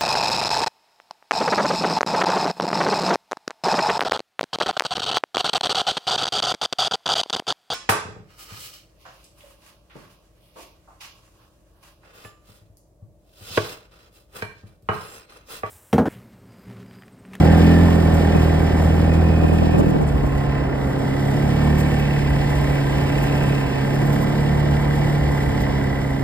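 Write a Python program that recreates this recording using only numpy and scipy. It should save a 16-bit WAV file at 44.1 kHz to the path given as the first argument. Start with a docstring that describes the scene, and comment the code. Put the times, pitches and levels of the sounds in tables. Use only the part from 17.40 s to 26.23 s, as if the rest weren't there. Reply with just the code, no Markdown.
"""A single-cylinder four-stroke quad on tracks climbs a snowy forest trail, heard from a hand-held phone on the seat.
The exhaust drones on multiples of the firing rate, over a pulsing noise roar and a short burble.
Right by the microphones, covers and drive ring with each firing; lone multiples whine and a few tones glide.
The tracks thrum at a low resonance; snow hisses as coloured noise and crunches in short rough bursts.
A gust of low noise briefly buffets the phone's two microphone ports."""
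import sys
import numpy as np
from scipy.fft import rfft, irfft, next_fast_len
from scipy.io import wavfile
from scipy.ndimage import uniform_filter1d, map_coordinates

SR = 44100
rng = np.random.default_rng(int(sys.argv[2]) if len(sys.argv) > 2 else 0)


def master(y):
    """Save y as 16-bit WAV."""
    cut = np.clip(np.atleast_2d(y).T, -1, 1)
    pcm = np.round(cut * 32767)  # scale
    wavfile.write(sys.argv[1], SR, pcm.astype(np.int16))


N = 389403  # samples

# engine speed along the climb: (time [s], firing rate [1/s])
ENGINE_SPEED = [(0.0, 39.87), (0.27, 41.8), (0.44, 42.42), (0.66, 40.87), (0.96, 40.2), (1.3, 40.12),
                (1.87, 40.72), (2.38, 40.35), (2.51, 39.42), (2.71, 35.48), (2.88, 35.0), (3.1, 34.85),
                (3.3, 34.06), (3.6, 33.88), (3.9, 34.68), (4.28, 37.08), (4.4, 37.46), (4.6, 36.27),
                (4.8, 35.58), (5.2, 35.62), (5.5, 34.8), (5.95, 35.5), (6.39, 33.6), (6.54, 35),
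                (6.76, 35.75), (7.13, 36.22), (7.8, 36.36), (8.15, 34.29), (8.83, 34.02)]


def firing_phase():
    """Phase that gains one turn per firing; the crank speed flutters a little."""
    flutter = 1 + 0.0015 * wobble(12)
    return 2 * np.pi * np.cumsum(curves(ENGINE_SPEED)[0] * flutter) / SR


# slow, middle, fast and top firing rates: (firing rate [1/s])
REV_POINTS = (34, 37, 40.3, 42.3)


def by_revs(db):
    """A level given at slow, middle, fast and top revs, read at the present firing rate."""
    return np.interp(curves(ENGINE_SPEED)[0], REV_POINTS, db)


# exhaust at the seat: (time [s], drone on the 4th multiple [dB], thump on the 2nd multiple [dB])
EXHAUST_LEVELS = [(0.0, -16.5, -16), (0.27, -15, -14), (0.66, -20.5, -17.5), (1.3, -23, -18.5),
                  (1.87, -21.5, -16), (2.4, -22, -21.5), (2.52, -22, -32), (2.72, -24, -33),
                  (3.1, -23, -40), (3.35, -27.5, -30), (3.85, -22.5, -37), (4.3, -19, -24),
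                  (4.75, -21.5, -30), (5.2, -20.5, -36), (5.5, -22.5, -43), (5.95, -20.5, -35),
                  (6.39, -25.5, -34), (6.65, -19.5, -45), (7.15, -20.5, -27), (7.8, -19.5, -36),
                  (8.15, -24.5, -38), (8.83, -26, -36)]
# growl of the low multiples around the drone: (time [s], gain [dB])
LOW_GROWL = [(0, -1), (.4, 0.5), (.8, -1), (2.3, -0.5), (2.7, 0.5), (3.4, -2.5), (3.9, 4.5), (4.3, 0.5),
             (4.7, -2), (5.3, -6), (5.9, -3), (6.4, 1), (6.65, 2.5), (7.2, -0.5), (7.8, -4), (8.2, 4.5),
             (8.83, 1.5)]
# low multiples sliding in and out of the exhaust's resonances:
# (multiple, then level against the drone at slow, middle, fast, top revs [dB])
LOW_MULTIPLES = [(3, -14.5, -9, -4.5, -17), (5, -18.5, -10, -3, -6), (6, -11, -8.5, -17.5, -7),
                 (7, -34, -10, -6.5, -7), (8, -5, -16.5, -10, -16)]
# higher multiples of the firing rate: (multiple, then level against the load at slow, middle, fast, top revs [dB])
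HIGH_MULTIPLES = [(9, -9, -6, -4.5, -1), (10, -10.5, -10, -7, -4), (11, -14, -13, -7.5, -13),
                  (12, -12, -17, -9.5, -11), (13, -8, -13, -7.5, -7.5), (14, -12, -13, -5.5, -11),
                  (15, -20, -16, -17, -15), (17, -16, -19, -11.5, -8), (18, -13, -16, -6.5, -12),
                  (19, -17, -11, -13, -9), (20, -13, -19, -7, -16), (21, -10, -10, -24, -21),
                  (22, -16, -12, -23, -18), (24, -14, -10, -23, -24), (26, -20, -20, -18, -18),
                  (28, -18, -18, -22, -22), (30, -17, -17, -22, -22)]
SMEAR, LEAN, PIPE_LAG = .045, .5, 3.6  # push shape [rad per multiple squared, rad], lag behind the knock [rad]
FLIPPED = 6  # this multiple falls past a pipe resonance and comes out inverted


def drone(phase):
    """Exhaust push built from wavering multiples of the firing rate, on a direct and a scattered path."""
    level_db, thump_db = curves(EXHAUST_LEVELS)
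    growl_db = curves(LOW_GROWL)[0]
    load_db = level_db + by_revs((-12.5, -13.5, -10, -15.5))
    levels = [(1, 0.5 * load_db + by_revs((-20.0, -19, -15.5, -16))), (2, thump_db), (4, level_db)]
    # the 8th multiple does not growl
    levels += [(k, level_db + by_revs(db) + (k != 8) * growl_db) for k, *db in LOW_MULTIPLES]
    levels += [(k, load_db + by_revs(db)) for k, *db in HIGH_MULTIPLES]

    multiple = np.array([k for k, db in levels])
    direct = LEAN + SMEAR * (multiple - 3) ** 2 - PIPE_LAG * multiple  # a drawn-out push
    direct = direct + np.pi * (multiple == FLIPPED) + rng.normal(0, .25, len(levels))
    scattered = direct + np.pi / 2
    start_phases = np.transpose([direct, scattered])[..., None]

    out = np.zeros((2, N))
    for (k, db), start in zip(levels, start_phases):
        waver = amp(.3 * np.sqrt(k) * wobble(7)) * np.exp(.03j * np.sqrt(k) * wobble(9))
        out += np.sqrt(2) * amp(db) * np.real(waver * np.exp(1j * (k * phase + start)))
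    return out


# alternating strong and weak firings under load: (start [s], end [s], multiple below the line, level [dB])
HALF_MULTIPLES = [(.08, .55, 4, -26), (.1, 0.52, 5, -38), (1.2, 2.2, 4, -39), (.75, 2.25, 5, -41),
                  (0.5, 1.8, 6, -35.5), (1.3, 2.4, 7, -35)]


def halves(phase):
    """Uneven firings add slightly unsteady lines halfway between the low multiples."""
    def line(k):
        return np.sqrt(2) * amp(2.5 * wobble(6)) * np.sin((round(k) + .5) * phase + .5 * wobble(6))

    return [[1], [.6]] * sum(spell(a, b, 0.088) * amp(db) * line(k) for a, b, k, db in HALF_MULTIPLES)


# reference levels of the noisy layers, offset where used: (time [s], roar [dB], whine near 2 kHz [dB], treble [dB])
NOISY_LEVELS = [(0.0, -25.5, -33.5, -48.5), (0.22, -25.5, -32.5, -49), (0.64, -27, -37, -50),
                (0.93, -27.5, -35, -50), (1.94, -29, -39, -55.5), (2.29, -33, -38, -54),
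                (2.75, -31, -43.5, -57), (3.2, -31.5, -38, -59), (3.27, -29.5, -41, -61),
                (3.39, -29.5, -43, -57.5), (3.86, -30.5, -39.5, -52), (4.25, -29, -35.5, -52.5),
                (4.77, -31.5, -36, -52), (6.08, -29, -36, -50), (6.29, -31, -36, -53),
                (6.71, -30, -37, -52), (8.31, -31, -37.5, -53.5), (8.73, -33, -42, -55.5),
                (8.81, -31, -42, -53), (8.83, -29, -46, -54)]


def running_db():
    """Reference levels of roar, whine and treble for every sample."""
    return curves(NOISY_LEVELS)


# exhaust roar as heard from the seat: (frequency [Hz], relative gain [dB])
ROAR_COLOUR = [(30, -34), (50, -7), (120, 0.5), (250, -1), (450, -4), (800, -7.5), (1100, -16.5),
               (1400, -17), (1900, -26.5), (2600, -61)]


def roar(phase):
    """Turbulent exhaust noise that swells with each firing and each crank turn."""
    pulse = amp(0.35 * np.cos(phase) + 0.58 * np.cos(2 * phase))
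    return amp(running_db()[0] + 5.5) * noise(colour(ROAR_COLOUR), pulse)


# exhaust burbles as the throttle shuts: (time [s], level [dB], half-length [s])
BURBLES = [(2.41, -20.5, 0.045), (2.58, -33, 0.022)]
# silencer resonances: (frequency [Hz], width [Hz], relative level [dB])
SILENCER = [(328, 210, 20), (750, 280, -17)]


def burble():
    """Brief swells of noise ring the silencer."""
    return swells(BURBLES) * noise(modes(SILENCER))


# gliding tones as the throttle shuts: (start [s], end [s], from [Hz], to [Hz],
# peak level [dB], pitch unsteadiness [Hz], direct share [0-1])
GLIDES = [(2.72, 3.3, 1085, 1015, -36, 7, .9), (2.36, 2.6, 335, 270, -20, 14, .35),
          (2.42, 2.6, 265, 150, -20, 14, .35), (2.35, 2.49, 445, 410, -24, 14, .8),
          (2.2, 2.34, 650, 700, -33, 10, .8)]


def sigh():
    """Slightly rough tones that glide, most of them downwards, as the drive slows."""
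    t = np.arange(N) / SR
    out = np.zeros((2, N))
    for a, b, hz, to_hz, db, rough_hz, direct in GLIDES:
        pitch = np.interp(t, (a, b), (hz, to_hz)) + rough_hz * wobble(60)
        level = spell(a, b, 0.056) * amp(db + 1.6 * wobble(30.2))
        out += [[direct], [direct - 1]] * level * np.sin(2 * np.pi * np.cumsum(pitch) / SR)
    return out


# multiples singing out in the casings: (start [s], end [s], multiple, level [dB]); silent if the end precedes the start
CASING_LINES = [(.03, 0.46, 43, -38.5), (.02, 0.27, 39, -38), (0.27, 0.46, 41, -38), (.8, 1.8, 46, -59),
                (.7, 1.55, 52, -62), (7.6, 7.9, 76, -52), (4.08, 4.68, 49, -41.5), (6, 4.7, 45, -47.5),
                (4.6, 5.9, 57, -55), (5.5, 4.9, 51, -54), (7.4, 7.9, 30, -63), (6.7, 7.9, 50, -48),
                (5.5, 7.75, 44, -59), (10, 8.8, 59, -54)]


def whines(phase):
    """Single high multiples of the firing rate, thin lines that ride on the engine speed."""
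    def line(k):
        return np.sqrt(2) * amp(1.5 * wobble(12)) * np.sin(round(k) * phase + .4 * wobble(15))

    return [[1], [.2]] * sum(spell(a, b, 0.08) * amp(db) * line(k) for a, b, k, db in CASING_LINES)


def ringing(table, phase, regular, firing_db, turn_db, second=0):
    """A casing struck every firing, by `second` on the idle crank turn, and shaken by noise swelling with both."""
    def strike(lag):
        return np.diff(np.floor(phase / (2 * np.pi) + lag), prepend=0)

    blows = unit(strike(0) + second * strike(.5))
    shake = amp(firing_db * np.cos(phase) + turn_db * np.cos(2 * phase)) * rng.standard_normal((2, N))
    return unit(filtered([[regular], [0]] * blows + unit(shake), modes(table)))


# engine covers close to the seat: (frequency [Hz], width [Hz], relative level [dB])
COVER_MODES = [(730, 25, 39), (837, 120, 16)]
# their ring: (time [s], level [dB])
COVER_LEVEL = [(0, -23), (.17, -35), (.3, -42), (.6, -38), (1.0, -45), (2.4, -39), (2.6, -50), (4.3, -54),
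               (8.83, -50)]


def covers(phase):
    """Engine covers ring to noise that swells with the firing."""
    return amp(curves(COVER_LEVEL)[0]) * ringing(COVER_MODES, phase, 0, 2.4, 1.3)


# belt housing: (frequency [Hz], width [Hz], relative level [dB])
BELT_MODES = [(1010, 97, 9), (868, 72, 10)]
# its rise and fall: (time [s], gain [dB])
BELT_GAIN = [(0, 0), (1.6, 4), (2.1, -6), (2.6, -7), (2.9, 0), (3.5, -3.5), (5.5, -0.5), (8.83, 2.5)]


def belt(phase):
    """The belt housing rings to blows and noise as its level follows the whine and the revs."""
    level_db = running_db()[1] + by_revs((-2, -1, -14, -2)) + curves(BELT_GAIN)[0]
    return amp(level_db) * ringing(BELT_MODES, phase, 0.5, 0.37, 0.87)


# clutch bell: (frequency [Hz], width [Hz], relative level [dB])
CLUTCH_MODES = [(1810, 137, 0)]


def clutch(phase):
    """The clutch bell is struck at each firing and more softly on the idle turn."""
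    level_db = running_db()[1] + by_revs((-1.4, -3.5, -2.5, -1.5)) - 3
    return amp(level_db) * ringing(CLUTCH_MODES, phase, 1.4, .2, 1.2, second=.65)


# gear case: (frequency [Hz], width [Hz], relative level [dB])
DRIVE_MODES = [(1593, 94, 3.5)]


def drive(phase):
    """The gear case rings with every firing."""
    level_db = running_db()[1] + by_revs((-7, -9, -9.5, -13.5))
    return amp(level_db) * ringing(DRIVE_MODES, phase, 1.3, .8, 1.3)


# drive shaft housing: (frequency [Hz], width [Hz], relative level [dB])
SHAFT_MODES = [(2265, 104, 0)]


def shaft(phase):
    """The shaft housing rings at each firing and at half strength on the idle turn."""
    level_db = running_db()[1] + by_revs((-12, -9.5, -12, -11))
    return amp(level_db) * ringing(SHAFT_MODES, phase, 0.39, .2, .6, second=.5)


# gear cover: (frequency [Hz], width [Hz], relative level [dB])
GEAR_MODES = [(1982, 177, 0)]
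# its ring: (time [s], level [dB])
GEAR_LEVEL = [(0, -39), (.5, -46.5), (1.3, -43), (1.8, -49.5), (2.7, -49.5), (3.0, -43.5), (3.9, -42),
              (4.3, -45.5), (4.7, -39.5), (6.4, -42), (7.3, -41), (7.9, -38.5), (8.83, -40)]


def gear_cover(phase):
    """The gear cover rings at each firing and more softly on the idle turn."""
    return amp(curves(GEAR_LEVEL)[0]) * ringing(GEAR_MODES, phase, 1.05, .4, 1.3, second=.4)


# a small panel: (frequency [Hz], width [Hz], relative level [dB])
PANEL_MODES = [(2510, 70, 0)]
# its buzzes: (start [s], end [s], level [dB])
PANEL_SPELLS = [(.12, .58, -46), (.78, 1.22, -48), (1.55, 2.45, -44.5)]


def panel(phase):
    """A small panel buzzes in unsteady spells, struck and shaken by the firing."""
    level = sum(spell(a, b, 0.13) * amp(db + 2.6 * wobble(9.1)) for a, b, db in PANEL_SPELLS)
    return level * ringing(PANEL_MODES, phase, 0.88, .5, .5)


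def chatter_db():
    """Reference level of the valve gear, blended from whine and treble."""
    _, whine_db, treble_db = running_db()
    return 0.57 * whine_db + 0.47 * treble_db


# valve gear: (frequency [Hz], relative gain [dB])
VALVE_COLOUR = [(1500, -20), (2200, -0.5), (2450, 0), (2900, 3.5), (3400, 1), (4200, -4.5), (5300, -4),
                (6200, -13.5), (7500, -13.5), (9000, -23)]


def valves(phase):
    """Valve chatter as coloured noise, pulsing with the engine and flickering at random."""
    pulse = amp(0.7 * np.cos(phase) + 0.66 * np.cos(2 * phase) + 0.96 * wobble(40))
    return amp(chatter_db() + 5) * noise(colour(VALVE_COLOUR), pulse)


# luggage rack: (frequency [Hz], width [Hz], relative level [dB])
RACK_MODES = [(2580, 130, 7), (2663, 110, 6), (3000, 58, 1)]
# spells of rattle: (time [s], level [dB], half-length [s])
RACK_SPELLS = [(.3, -50, 0.61), (2.25, -50, 0.61), (3.1, -51, 0.33), (4.7, -44, 0.52), (6.0, -41, 0.46)]


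def rack(phase):
    """The rack rings steadily beside the valve chatter and rattles louder in spells."""
    level = amp(chatter_db() + by_revs((-6, -5.5, -3, -9))) + swells(RACK_SPELLS)
    return level * ringing(RACK_MODES, phase, 0.75, 1.7, 0.95)


# lugs over the idler wheels: (frequency [Hz], width [Hz], relative level [dB])
THRUM_MODES = [(63, 24.6, 0)]
# track thrum before its random wander: (time [s], level [dB])
THRUM_LEVEL = [(0, -34), (1.2, -31), (2.3, -35), (2.6, -28), (2.9, -24.5), (3.4, -33), (3.9, -36),
               (4.6, -26), (5.85, -27.5), (6.8, -33), (8.1, -25.5), (8.83, -35)]


def thrum():
    """Track lugs hum as noise through a low resonance of wandering level."""
    return amp(curves(THRUM_LEVEL)[0] - 2.5 * wobble(2.63)) * noise(modes(THRUM_MODES))


# sheared snow beside the tracks: (frequency [Hz], relative gain [dB])
HISS_COLOUR = [(3000, -20), (5500, -3), (7000, 0), (10000, -2), (15000, -4.5)]


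def hiss(phase):
    """Sheared snow hisses as bright noise that patters with the firing and at random."""
    patter = amp(1.2 * np.cos(phase) + 0.4 * wobble(3.74) + 0.94 * wobble(14) + 1.14 * wobble(60))
    return amp(running_db()[2] + 5.0) * noise(colour(HISS_COLOUR), patter)


# crust breaking and squeaking under a track: (time [s], level [dB], squeak [Hz])
CRUST_BREAKS = [(.185, -44, 12000), (0.75, -41, 13000), (1.043, -45, 13000), (1.744, -46, 7000),
                (2.395, -44.5, 6800), (2.5, -46, 11500), (2.624, -50, 7000), (2.684, -46, 8550),
                (2.863, -50, 13000), (4.39, -40, 13000), (4.41, -40, 12200), (4.6, -43, 14090),
                (5.832, -39, 14010), (6.55, -43, 14200), (6.665, -43, 14200), (6.736, -38, 14000),
                (6.829, -40, 13700), (8.218, -41, 13760)]
CRUNCH_S = 0.027  # width of a crunch between its 1/e points [s]
FAINT_COUNT, FAINT_DB = 10, 1  # faint crunches at random times, mean level above the treble [dB]


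def crunches():
    """Crust breaks in short bursts of slipping noise around a rough squeak."""
    out = np.zeros((2, N))
    coarse = noise(colour([(4000, -2), (7000, 3), (9500, 0), (15000, -9.0)]))
    fine = noise(colour([(6000, -18), (11000, -19), (13000, -2), (15000, -3)]))
    faint = [.1, FAINT_DB - 2, 7000] + rng.random((FAINT_COUNT, 3)) * [N / SR - .2, 4, 7000]
    faint[:, 1] += running_db()[2][(faint[:, 0] * SR).astype(int)]
    t = np.arange(-round(CRUNCH_S * SR), round(CRUNCH_S * SR)) / SR
    bump = np.exp(-(2 * t / CRUNCH_S) ** 4)
    for s, db, hz in [*CRUST_BREAKS, *faint]:
        at = slice(round(s * SR) - len(t) // 2, round(s * SR) + len(t) // 2)
        slips = amp(8 * uniform_filter1d(rng.standard_normal(len(t)), size=40))
        roughness = np.cumsum(rng.normal(0, 0.12, len(t)))
        squeak = 0.45 * np.sin(2 * np.pi * hz * t + roughness)
        share = np.clip((hz - 9000) / 6500, 0, 1)  # higher squeaks come from finer crust
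        crust = np.sqrt(1 - share) * coarse[:, at] + np.sqrt(share) * fine[:, at]
        out[:, at] += amp(db) * bump * unit(slips) * (crust + squeak)
    return out


# air puffs right on the ports: (time [s], level [dB])
AIR_PUFFS = [(0.96, -15), (2.045, -15), (2.13, -19), (2.228, -17), (2.302, -23), (2.35, -24), (2.42, -24),
             (2.468, -27), (2.56, -18), (2.84, -20)]
# lumpy air under the puffs: (time [s], level [dB], half-length [s])
LUMPY_AIR = [(2.42, -23.5, 0.33)]
# wind noise at the ports: (frequency [Hz], relative gain [dB])
BUFFET_COLOUR = [(60, -2), (150, 9.5), (320, 7.5), (800, -2.5), (1500, -19), (2200, -62)]
PUFF_S = 0.0093  # half-length of a puff [s]


def gust():
    """Low noise in short puffs and a lumpy swell pushes the two ports mostly against each other."""
    puffs = swells([(s, db, PUFF_S) for s, db in AIR_PUFFS])
    air = puffs + swells(LUMPY_AIR) * amp(3.5 * wobble(35.39))
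    common, opposed = air * noise(colour(BUFFET_COLOUR))
    return np.array([0.5 * common + opposed, 0.5 * common - opposed])


# the two microphone ports: (frequency [Hz], likeness [0-1], left minus right [dB], phase lead of the left [rad])
PORT_PAIR = [(60, .955, -.8, -.1), (170, .9, -1.5, -.1), (340, .45, -2, 0), (600, .35, -3, -1.3),
             (720, .55, -4.5, -1.7), (1100, .65, -2, -.95), (1750, .99, -.7, 0), (2100, .95, -2.5, .8),
             (2340, .65, -7.5, 1.8), (2560, .85, 0, 2.7), (4200, .65, 0, 1.7), (4700, .55, -3.5, 1.1),
             (5300, .9, -.3, 1.7), (6000, .99, 0, 3.14), (8000, .88, 0, 6.28), (10200, .99, 0, 9.42),
             (12500, .88, 0, 12.57), (14900, .99, 0, 15.7)]


def ports(shared, apart):
    """Left and right port: a common and an unrelated part, offset in level and phase by the phone body."""
    f, alike, balance_db, lead = np.transpose(PORT_PAIR)

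    def turn(hz):
        return np.arccos(np.clip(np.interp(hz, f, alike), 0, 1)) / 2

    def half(hz):
        return amp(np.interp(hz, f, balance_db) / 2) * np.exp(.5j * np.interp(hz, f, lead))

    def side(sign):
        parts = np.array([shared, sign * apart])
        return filtered(parts, lambda hz: half(hz) ** sign * [np.cos(turn(hz)), np.sin(turn(hz))]).sum(axis=0)

    return np.array([side(1), side(-1.053)])  # the right port departs slightly further


def amp(db):
    """Amplitude ratio of a level in dB."""
    return 10 ** (np.asarray(db) / 20)


def unit(x):
    """x scaled to rms 1."""
    return x / np.sqrt(np.mean(x ** 2) + 1e-20)


def curves(rows):
    """One value per sample for each column after the time."""
    s, *cols = np.transpose(rows)
    return [np.interp(np.arange(N) / SR, s, c) for c in cols]


def wobble(rate):
    """A smooth random curve, rate knots a second."""
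    return map_coordinates(rng.standard_normal(int(N * rate / SR) + 4), [np.arange(N) * rate / SR])


def swells(table):
    """The sum of bell-shaped gains, one per (time [s], level [dB], half-length to 1/e [s]) row."""
    t = np.arange(N) / SR
    return sum(amp(db) * np.exp(-((t - s) / length) ** 2) for s, db, length in table)


def spell(start, end, fade):
    """A gain that fades in, holds and fades out."""
    t = np.arange(N) / SR
    return np.clip(np.minimum(t - start, end - t) / fade, 0, 1)


def filtered(x, response):
    """x times a complex response of frequency."""
    m = next_fast_len(N + SR // 2)
    return irfft(rfft(x, m) * response(np.fft.rfftfreq(m, 1 / SR)), m)[..., :N]


def colour(points):
    """Gain of (frequency [Hz], gain [dB]) points joined on a log axis."""
    f, db = np.transpose(points)
    return lambda hz: amp(np.interp(np.log(hz + 1), np.log(f), db, left=-120))


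def modes(table):
    """Response of a body with (frequency [Hz], width [Hz], level [dB]) resonances, steep on both flanks."""
    return lambda f: sum(amp(db) * (1j * f * w / (c * c - f * f + 1j * f * w)) ** 2 for c, w, db in table)


def noise(response, gate=1):
    """Two unrelated noises under one gate, coloured, rms 1."""
    return unit(filtered(gate * rng.standard_normal((2, N)), response))


def scene():
    """Engine, casings, tracks and snow reach the ports around the phone body; the gust hits the ports directly."""
    phase = firing_phase()
    exhaust = drone(phase) + halves(phase) + roar(phase) + burble()
    casings = covers(phase) + belt(phase) + clutch(phase) + drive(phase) + shaft(phase)
    casings += gear_cover(phase) + panel(phase) + valves(phase) + rack(phase)
    tones = sigh() + whines(phase)
    tracks = thrum() + hiss(phase) + crunches()
    return ports(*(exhaust + casings + tones + tracks)) + gust()


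def record(dry):
    """The phone rounds off the highest peaks and keeps nothing above its band limit."""
    rounded = dry / (1 + np.abs(dry / .93) ** 6) ** (1 / 6)
    return filtered(rounded, lambda hz: hz < 15700)


dry = scene()
out = record(dry)
master(out)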